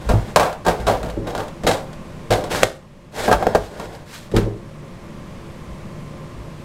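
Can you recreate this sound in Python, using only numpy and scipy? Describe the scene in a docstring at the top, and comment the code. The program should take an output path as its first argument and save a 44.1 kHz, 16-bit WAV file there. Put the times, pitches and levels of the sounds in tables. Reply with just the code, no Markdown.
"""Baking tin on a tray

An aluminium baking tin is handled on a thin tray, turned over and set down on it, on a kitchen table.
Close to the microphone, the sheet metal clanks and rattles when knocked, booms when pushed and scrapes
as it slides, over the low hum of the room. A limiter ducks on the loudest knocks and lets the hum
creep back."""
import sys
import numpy as np
from scipy import signal
from scipy.fft import rfft, irfft
from scipy.io import wavfile
from scipy.ndimage import uniform_filter1d

SR = 44100
rng = np.random.default_rng(int(sys.argv[2]) if len(sys.argv) > 2 else 0)


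def transcribe(signal):
    """Save signal, clipped to [-1, 1], as a 16-bit WAV file at the path in sys.argv[1]."""
    frames = np.atleast_2d(signal).T
    limited = np.clip(frames, -1, 1)
    pcm = np.round(limited * 32767).astype(np.int16)
    wavfile.write(sys.argv[1], SR, pcm)


N = 292824
TIME = np.arange(N) / SR
HELD_T60_S = .25  # in the hands the sheet rings freely

# The ring of tin and tray. Each row: mode in Hz, relative level in dB, t60 in seconds before damping.
SHEET_MODES = [(164, 9, 0.38), (217.2, 3, 0.24), (282, -3.5, 0.61), (340.2, -4.5, 1), (431.4, -0.5, 1),
               (473.7, -5, 0.33), (504.4, 4.5, 0.24), (545, -2, 0.29), (609.5, 2, 0.23), (728, 0.5, 0.47),
               (796, -7, 0.35), (884, -19, 0.25), (1132, -3.5, 0.27), (1207, 0, 0.21), (1302, -2.5, 0.2),
               (1410, 5, 0.089), (1600, 7, 0.1), (1600, -5, 0.053), (1752, -11.5, 0.23), (1900, -15, 0.17)]
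# The ping of the folded rim. Each row: mode in Hz, relative level in dB, t60 in seconds before damping.
RIM_MODES = [(2380, -8, 0.38), (2660, 1, 0.36), (2750, -18.5, 0.27), (3200, -34, 0.26), (3270, 8, .25),
             (3860, 9, 0.7), (4340, -16, 0.15), (4460, -14, 0.13), (5300, 7, 0.18), (6400, 2, 0.18),
             (7850, -12, 0.14)]
# The bright tone of an edge contact. Each row: frequency in Hz, relative level in dB.
CLICK_SPECTRUM = [(600, -11), (1500, 6.5), (2500, -0.5), (4000, 0.5), (5500, -5.5), (8000, -6),
                  (10500, -13), (13500, -15.5), (16000, -59)]
# The dull tone of rubbed sheet. Each row: frequency in Hz, relative level in dB.
RUB_SPECTRUM = [(25, -8), (55, 6), (85, -6), (160, 1), (270, 0), (480, 3.5), (750, 3), (1000, -3.5),
                (1500, -19), (2200, -20), (5000, -107)]


def amp(db):
    """Decibels as a gain."""
    return 10 ** (np.asarray(db) / 20)


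def unit(x):
    """Scales x to rms 1."""
    return x / np.sqrt(np.mean(x ** 2) + 1e-20)


def curve_at(points, hz):
    """Reads a curve along a log frequency axis."""
    f, value = np.transpose(points)
    return np.interp(np.log(hz + 1), np.log(f + 1), value)


def add(mix, start_s, sound):
    """Lays a sound into the mix."""
    part = mix[max(round(start_s * SR), 0):][:len(sound)]
    part += sound[:len(part)]


def hump(hz, centre_hz, octaves):
    """A bell of gain, halved this many octaves from its centre."""
    return 1 / (1 + (np.log2((hz + 1) / centre_hz) / octaves) ** 2)


def colour(x, points, centre_hz=None, octaves=1):
    """Gives x a spectrum, and if asked a broad hump around one frequency; rms 1."""
    hz = np.fft.rfftfreq(len(x), 1 / SR)
    gain = amp(curve_at(points, hz))
    if centre_hz:
        gain = gain * hump(hz, centre_hz, octaves)
    return unit(irfft(rfft(x) * gain, len(x)))


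def wander(below_hz):
    """Smooth random drift of rms 1."""
    hz = np.fft.rfftfreq(N, 1 / SR)
    return unit(irfft(rfft(rng.standard_normal(N)) * (hz < below_hz), N))


def decay(t, t60):
    """A fade of 60 dB every t60 seconds."""
    return np.exp(-np.log(1000) * t / np.maximum(t60, 1e-3))


def struck(x, db, first_s):
    """Sets the rms level of the first moments of a blow."""
    return x * amp(db) / np.sqrt(np.mean(x[:int(first_s * SR) + 1] ** 2) + 1e-20)


def swells(starts, rises, lengths, levels_db, t60):
    """Gain of a series of movements: each eases in, holds and dies away."""
    power = np.zeros(N)
    for start, rise_s, length, db in np.broadcast(starts, rises, lengths, levels_db):
        rise = np.sin(np.pi / 2 * np.clip((TIME - start) / rise_s, 0, 1)) ** 2
        power += (amp(db) * rise * decay(np.maximum(TIME - start - length, 0), t60)) ** 2
    return np.sqrt(power)


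def ring(t, modes, damping_t60, centre_hz=None, octaves=1, uneven_db=3.0, detune=0.02):
    """Modes rung by one blow; the spot struck sets their shares, the grip bends and damps them."""
    hz, db, t60 = np.transpose(modes)[:, :, None]
    share, bend, phase = rng.standard_normal((3, len(modes), 1))
    gain = amp(db + uneven_db * share) * (hump(hz, centre_hz, octaves) if centre_hz else 1)
    waves = gain * np.sin(2 * np.pi * (hz * (1 + detune * bend) * t + phase)) * decay(t, t60)
    return waves.sum(0) * decay(t, damping_t60) / np.sqrt(np.sum(gain ** 2) / 2)


def room_hum(air_db=-35.5):
    """A bed of room noise with the wavering tones of a running appliance."""
    # The low wash of the room. Each row: frequency in Hz, relative level in dB.
    air_spectrum = [(20, -1.5), (45, -5), (75, -4.5), (115, -1.5), (165, -2.5), (210, -2), (290, -12),
                    (560, -12.5), (760, -19.5), (1080, -17.5), (1400, -24), (2100, -24.5), (4000, -33),
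                    (8500, -39), (12000, -46), (16000, -55)]
    # The appliance's tones. Each row: pitch in Hz, rms level in dB around which it wavers.
    hum_tones = [(151, -44), (178, -52.5), (247, -57.5), (344, -50.5), (539, -52.5), (597, -54.5),
                 (1044, -55.5), (1168, -61.5), (11795, -79)]
    air = amp(air_db) * colour(rng.standard_normal(N), air_spectrum) * amp(0.19 * wander(1.7))
    tones = np.zeros(N)
    for hz, db in hum_tones:
        level = amp(db) * (1 + 0.36 * wander(6.8))
        tones += level * np.sin(2 * np.pi * hz * TIME + 1.16 * wander(9))
    return air + np.sqrt(2) * tones


def catches(per_s, spread_db, fade):
    """Grains catch at random: spikes of uneven strength, each dying along the fade."""
    spikes = (rng.random(N) < per_s / SR) * amp(spread_db * np.minimum(rng.exponential(1, N), 3))
    return signal.fftconvolve(spikes, fade)[:N]


def scrape(rim_db=-22, tick_db=-24, release_t60=0.3):
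    """Tiny slips drive the sheet's resonances and hiss at the contact; catching grains tick the rim."""
    # Metal slides on metal and under the hands. Each row: start, rise and length in seconds,
    # sheet level in dB, hiss level in dB.
    strokes = [(.0, 0.017, 0.31, -39.5, -46.5), (0.745, 0.03, 0.27, -35.5, -48.5),
               (1.232, 0.051, 0.16, -32, -69), (2.387, 0.05, 0.096, -34, -67),
               (2.486, 0.044, 0.17, -27.5, -29), (3.107, 0.12, 0.15, -19.5, -21.5),
               (3.32, 0.032, .2, -20, -36.5), (3.554, 0.028, 0.11, -48, -36.5),
               (3.675, 0.085, 0.18, -28, -40), (3.87, 0.073, 0.1, -32.5, -41.5),
               (3.997, 0.6, 0.15, -58, -16)]
    starts, rises, lengths, sheet_db, hiss_db = np.transpose(strokes)
    t = np.arange(SR // 3) / SR
    grit = catches(per_s=70, spread_db=1.13, fade=decay(t[:SR // 50], 0.0063))
    slips = rng.standard_normal(N) * (amp(0.68 * wander(280) + 1.7 * wander(25)) + 0.47 * grit)
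    sheet_ring = ring(t, SHEET_MODES, 0.13, centre_hz=930, octaves=0.64, uneven_db=8.0, detune=0.0012)
    rim_ring = ring(t, RIM_MODES, 0.17, uneven_db=-2.0, detune=0.0024)
    singing = unit(signal.fftconvolve(slips, sheet_ring)[:N])
    rim = unit(signal.fftconvolve(slips, rim_ring)[:N])
    snags = catches(per_s=45, spread_db=3, fade=decay(t, 0.03))
    ticks = colour(rng.standard_normal(N) * snags, CLICK_SPECTRUM)
    sheet = unit(colour(slips, RUB_SPECTRUM) + amp(-9) * singing) + amp(rim_db) * rim + amp(tick_db) * ticks
    # The bright top of the slide. Each row: frequency in Hz, relative level in dB.
    hiss_spectrum = [(500, -1), (1500, 5), (2500, 0.5), (4200, 0), (6000, -4.5), (8000, -5), (10500, -11.5),
                     (13500, -13), (16000, -24)]
    return (sheet * swells(starts, rises, lengths, sheet_db, release_t60)
            + colour(slips, hiss_spectrum) * swells(starts, rises, lengths, hiss_db, release_t60))


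def tray_sway(hz=54, octave_db=-12, rise_s=0.037, release_t60=0.22):
    """The wide tray flaps in its lowest mode; the bent sheet adds the octave."""
    # Jolts and changes of grip. Each row: start in seconds, length in seconds, level in dB.
    jolts = [(0.046, 0.12, -19.5), (0.657, 0.036, -19.5), (0.771, 0.11, -25), (0.982, 0.18, -32),
             (3.318, 0.035, -12), (3.544, .06, -20), (3.78, 0.12, -36), (5.68, 0.032, -32),
             (6.357, .05, -33.5)]
    starts, lengths, levels_db = np.transpose(jolts)
    phase = 2 * np.pi * hz * TIME + .5 * wander(6)
    flap = unit(np.sin(phase) + amp(octave_db) * np.sin(2 * phase + wander(6)))
    return swells(starts, rise_s, lengths, levels_db, release_t60) * flap


def edge_click(t, t60, attack_s):
    """The first contact is sharp; the loose rim then buzzes unevenly while the sheet moves."""
    noise, slack = rng.standard_normal((2, len(t)))
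    chatter = amp(3.7 * unit(uniform_filter1d(slack, size=110)))
    click = colour(noise, CLICK_SPECTRUM) * (decay(t, 0.028) + amp(-6.5) * chatter * decay(t, 0.8 * t60))
    ping = amp(-11.5) * ring(t, RIM_MODES, 0.73 * t60, detune=0.0016)
    return (click + ping) * (1 - decay(t, 0.73 * attack_s))


def knock(clank_db, centre_hz, thump_db, click_db, t60, attack_s):
    """One blow: the sheet clanks, its flat bottom thumps, and the rim clicks and chatters."""
    # The clank's body and the thump's weight. Each row: frequency in Hz, relative level in dB.
    clank_spectrum = [(100, -21), (200, -4.5), (450, 3), (750, 0.5), (1000, -3), (1500, -8.5), (2000, -9),
                      (3000, -9.5), (6000, -11)]
    thump_spectrum = [(15, -18), (30, 1), (55, 8), (80, -20), (130, 0.5), (220, 6), (400, -14), (1000, -89)]
    # The wide bottom flexes. Each row: mode in Hz, relative level in dB, t60 in seconds before damping.
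    flex_modes = [(54.8, 1, 1), (102.2, -3, 0.54), (171, 0.5, 0.24)]
    t = np.arange(SR // 2) / SR
    clank_noise, thump_noise = rng.standard_normal((2, len(t)))
    # a few strong modes stand out of the dense ring of the thin sheet
    dense = colour(clank_noise, clank_spectrum, centre_hz, octaves=0.83) * decay(t, t60)
    clank = dense + amp(-3) * ring(t, SHEET_MODES, 2.2 * t60, centre_hz, detune=.004)
    thump = colour(thump_noise, thump_spectrum) * decay(t, 0.11) + amp(-7.5) * ring(t, flex_modes, 0.49)
    return (struck(clank * (1 - decay(t, attack_s)), clank_db, first_s=0.014)
            + struck(thump * (1 - decay(t, 0.056)), thump_db, first_s=0.059)
            + struck(edge_click(t, t60, attack_s), click_db, first_s=0.006))


def clatter(rebounds=4, gap_s=.026, scatter=.25, rebound_attack_s=0.0021):
    """Tin and tray knock together in the hands, and the loose tin rattles on in fading rebounds."""
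    # Each row is a knock: start in seconds, clank in dB, clank centre in Hz, thump in dB, click in dB,
    # clank attack in seconds, gain of the rebounds in dB.
    knocks = [(.089, -18, 696, -21.5, -28.5, 0.017, -3), (.36, -6.5, 846, -27.5, -13, 0.0012, 2.5),
              (.648, -25, 624, -37, -35, 0.027, -14), (.664, -13, 640, -25.5, -25, 0.0054, -28),
              (.682, -12, 634, -33, -21, 0.0031, -13), (.866, -16, 670, -24.5, -27.5, 0.064, 2),
              (1.03, -25.5, 576, -32.5, -35, 0.0042, 1), (1.269, -25.5, 465, -42, -37.5, 0.023, -0.5),
              (1.35, -24.5, 685, -37.5, -31, 0.0014, 4), (1.635, -27, 400, -30, -35, 0.0033, -8),
              (1.667, -14, 617, -24, -19.5, 0.004, -10), (1.674, -15.5, 630, -34, -19.5, 0.0031, -3),
              (1.712, -20.5, 643, -42, -22, .004, -5), (2.305, -16, 516, -31, -23, 0.033, 2),
              (2.439, -27, 600, -46, -32.5, .003, -28)]
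    out = np.zeros(N)
    for start, clank_db, centre_hz, thump_db, click_db, attack_s, rebound_db in knocks:
        add(out, start, knock(clank_db, centre_hz, thump_db, click_db, HELD_T60_S, attack_s))
        gaps = gap_s * np.exp(scatter * rng.standard_normal(rebounds))
        for delay in np.cumsum(gaps):
            slow_drop, fast_drop = 164 * delay, 231 * delay  # rates in dB per second
            rebound = knock(clank_db - slow_drop, centre_hz, thump_db - fast_drop, click_db - fast_drop,
                            HELD_T60_S, rebound_attack_s)
            add(out, start + delay, amp(rebound_db) * rebound)
    return out


def hollow_bonks():
    """Soft, broad pushes ring the low modes of the closed tin, with a dull shudder of the sheet."""
    # Pushes on the flat. Each row: start in seconds, level in dB, centre in Hz, damping t60 in seconds.
    pushes = [(0.096, -17, 33, .3), (0.132, -14.5, 150, .3), (1.167, -28.5, 286, 0.86),
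              (1.638, -29, 262.4, 0.36), (2.302, -19, 228, 0.21), (2.633, -12, 390, 0.1),
              (4.337, -10, 409, 0.2), (4.365, -11, 197, 0.12), (4.384, -11, 380, 0.066),
              (4.414, -18, 170, 0.75), (4.462, -20, 330, 0.43), (4.825, -38.5, 318, 0.26)]
    # The upturned tin with air shut under it. Each row: mode in Hz, relative level in dB,
    # t60 in seconds before damping.
    hollow_modes = [(40, 19, 0.94), (110, 7.5, 0.87), (152, -5.5, 0.41), (213.4, 0, 0.53), (339, 2, 0.91),
                    (402.4, -0.5, 0.85), (452.5, -1, 0.39), (550, 1, 0.46), (802, -8.5, 0.3),
                    (945, -7.5, .3), (1070, -13, 0.51)]
    out, t = np.zeros(N), np.arange(SR // 2) / SR
    soft_attack = (1 - decay(t, .012)) ** 2
    for start, db, centre_hz, t60 in pushes:
        boom = ring(t, hollow_modes, t60, centre_hz, uneven_db=2.0, detune=0.0074)
        noise = rng.standard_normal(len(t))
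        shudder = colour(noise, RUB_SPECTRUM, centre_hz, octaves=0.4) * decay(t, 1.05 * t60)
        add(out, start, struck((boom + amp(-9.5) * shudder) * soft_attack, db, first_s=0.0075))
    return out


def rim_ticks(sheet_db=-5):
    """The rim touches lightly: a crisp tick that only just stirs the sheet."""
    # Each row is a touch: start in seconds, level in dB.
    touches = [(.456, -30), (.528, -33.5), (.801, -37), (1.099, -35.5), (1.305, -38), (1.382, -44),
               (1.404, -33.5), (1.481, -41), (1.93, -43), (2.334, -22), (3.812, -33.5), (3.95, -36.5)]
    out, t = np.zeros(N), np.arange(SR // 4) / SR
    for start, db in touches:
        tick = struck(edge_click(t, t60=.09, attack_s=.003), db, first_s=.006)
        add(out, start, tick + amp(db + sheet_db) * ring(t, SHEET_MODES, HELD_T60_S, centre_hz=800))
    return out


def landings():
    """The metal comes down in single blows, cut short by the firm support it meets."""
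    # Each row is a blow: start in seconds, clank in dB, clank centre in Hz, thump in dB, click in dB,
    # clank attack in seconds, t60 of the dense ring in seconds.
    blows = [(2.632, -1.5, 520, -26, -3.5, 0.00075, 0.066), (3.279, -6, 650, -20, -36, 0.0034, 0.13),
             (3.313, -3, 680, -27, -21, 0.0068, 0.15), (3.326, -3.5, 820, -29, -13.5, 0.0021, 0.091),
             (3.425, -10, 705, -29, -34, 0.0035, 0.055), (3.468, -4, 484, -23, -28, 0.0016, 0.021),
             (3.548, -1.5, 586, -17.5, -21, 0.015, 0.087), (3.797, -23.5, 950, -32, -31, 0.0049, 0.071),
             (4.315, -33.5, 410, -29, -35.5, .003, 0.27), (4.341, -26.5, 805, -18, -36.5, 0.048, 0.49),
             (4.364, -21, 1630, -18, -18.5, 0.0025, 0.19)]
    out = np.zeros(N)
    for start, clank_db, centre_hz, thump_db, click_db, attack_s, t60 in blows:
        add(out, start, knock(clank_db, centre_hz, thump_db, click_db, t60, attack_s))
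    return out


def kitchen_reverb(x, wash_above_hz=3000):
    """Sparse reflections, each band dying at its own speed; the treble scatters into a smooth wash."""
    # The kitchen's short tail. Each row: frequency in Hz, t60 in seconds.
    decay_times = [(100, 0.53), (600, 0.33), (3000, 0.29), (8000, 0.32), (15000, 0.22)]
    taps = rng.choice([-1., 1.], SR // 2) * (rng.random(SR // 2) < .08)
    taps[:int(.005 * SR)] = 0  # pre-delay
    hz, t, bands = signal.stft(taps, SR, nperseg=256)
    tail = signal.istft(bands * decay(t, curve_at(decay_times, hz)[:, None]), SR, nperseg=256)[1]
    wet = signal.fftconvolve(x, tail / np.linalg.norm(tail))[:N]
    hz, t, bands = signal.stft(wet, SR, nperseg=256)
    smeared = np.sqrt(abs(uniform_filter1d(abs(bands) ** 2, size=11, axis=0)))
    wash = np.sqrt(2) * smeared * np.exp(2j * np.pi * rng.random(bands.shape))
    return signal.istft(np.where(hz[:, None] > wash_above_hz, wash, bands), SR, nperseg=256)[1][:N]


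def scene():
    """The metal close by, its echo in the kitchen, and the hum behind."""
    metal = clatter() + rim_ticks() + landings() + hollow_bonks() + scrape()
    return (metal + amp(-11.0) * kitchen_reverb(metal) + tray_sway() + room_hum())[None]


def lag(x, time_s):
    """Follows x smoothly, like a charging capacitor."""
    pole = np.exp(-1 / (time_s * SR))
    return signal.lfilter([1 - pole], [1, -pole], x)


def record(dry, threshold_db=-9.5, recovery_db_per_s=4.5, sense_s=0.008, attack_s=0.00094, cut_hz=15900):
    """A limiter ducks just after a loud knock begins and recovers slowly; then clipping and a top cut."""
    power_db = 10 * np.log10(lag(dry[0] ** 2, sense_s) + 1e-12)
    recovery_db = TIME * recovery_db_per_s
    held_db = np.maximum.accumulate(power_db + recovery_db) - recovery_db
    duck_db = lag(np.maximum(held_db - threshold_db, 0), attack_s)
    limited = np.clip(dry / amp(duck_db), -1, 1)
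    lowpass = signal.firwin(255, cut_hz, window=("kaiser", 8), fs=SR)
    return signal.oaconvolve(limited, lowpass[None], "same")


dry = scene()
out = record(dry)
transcribe(out)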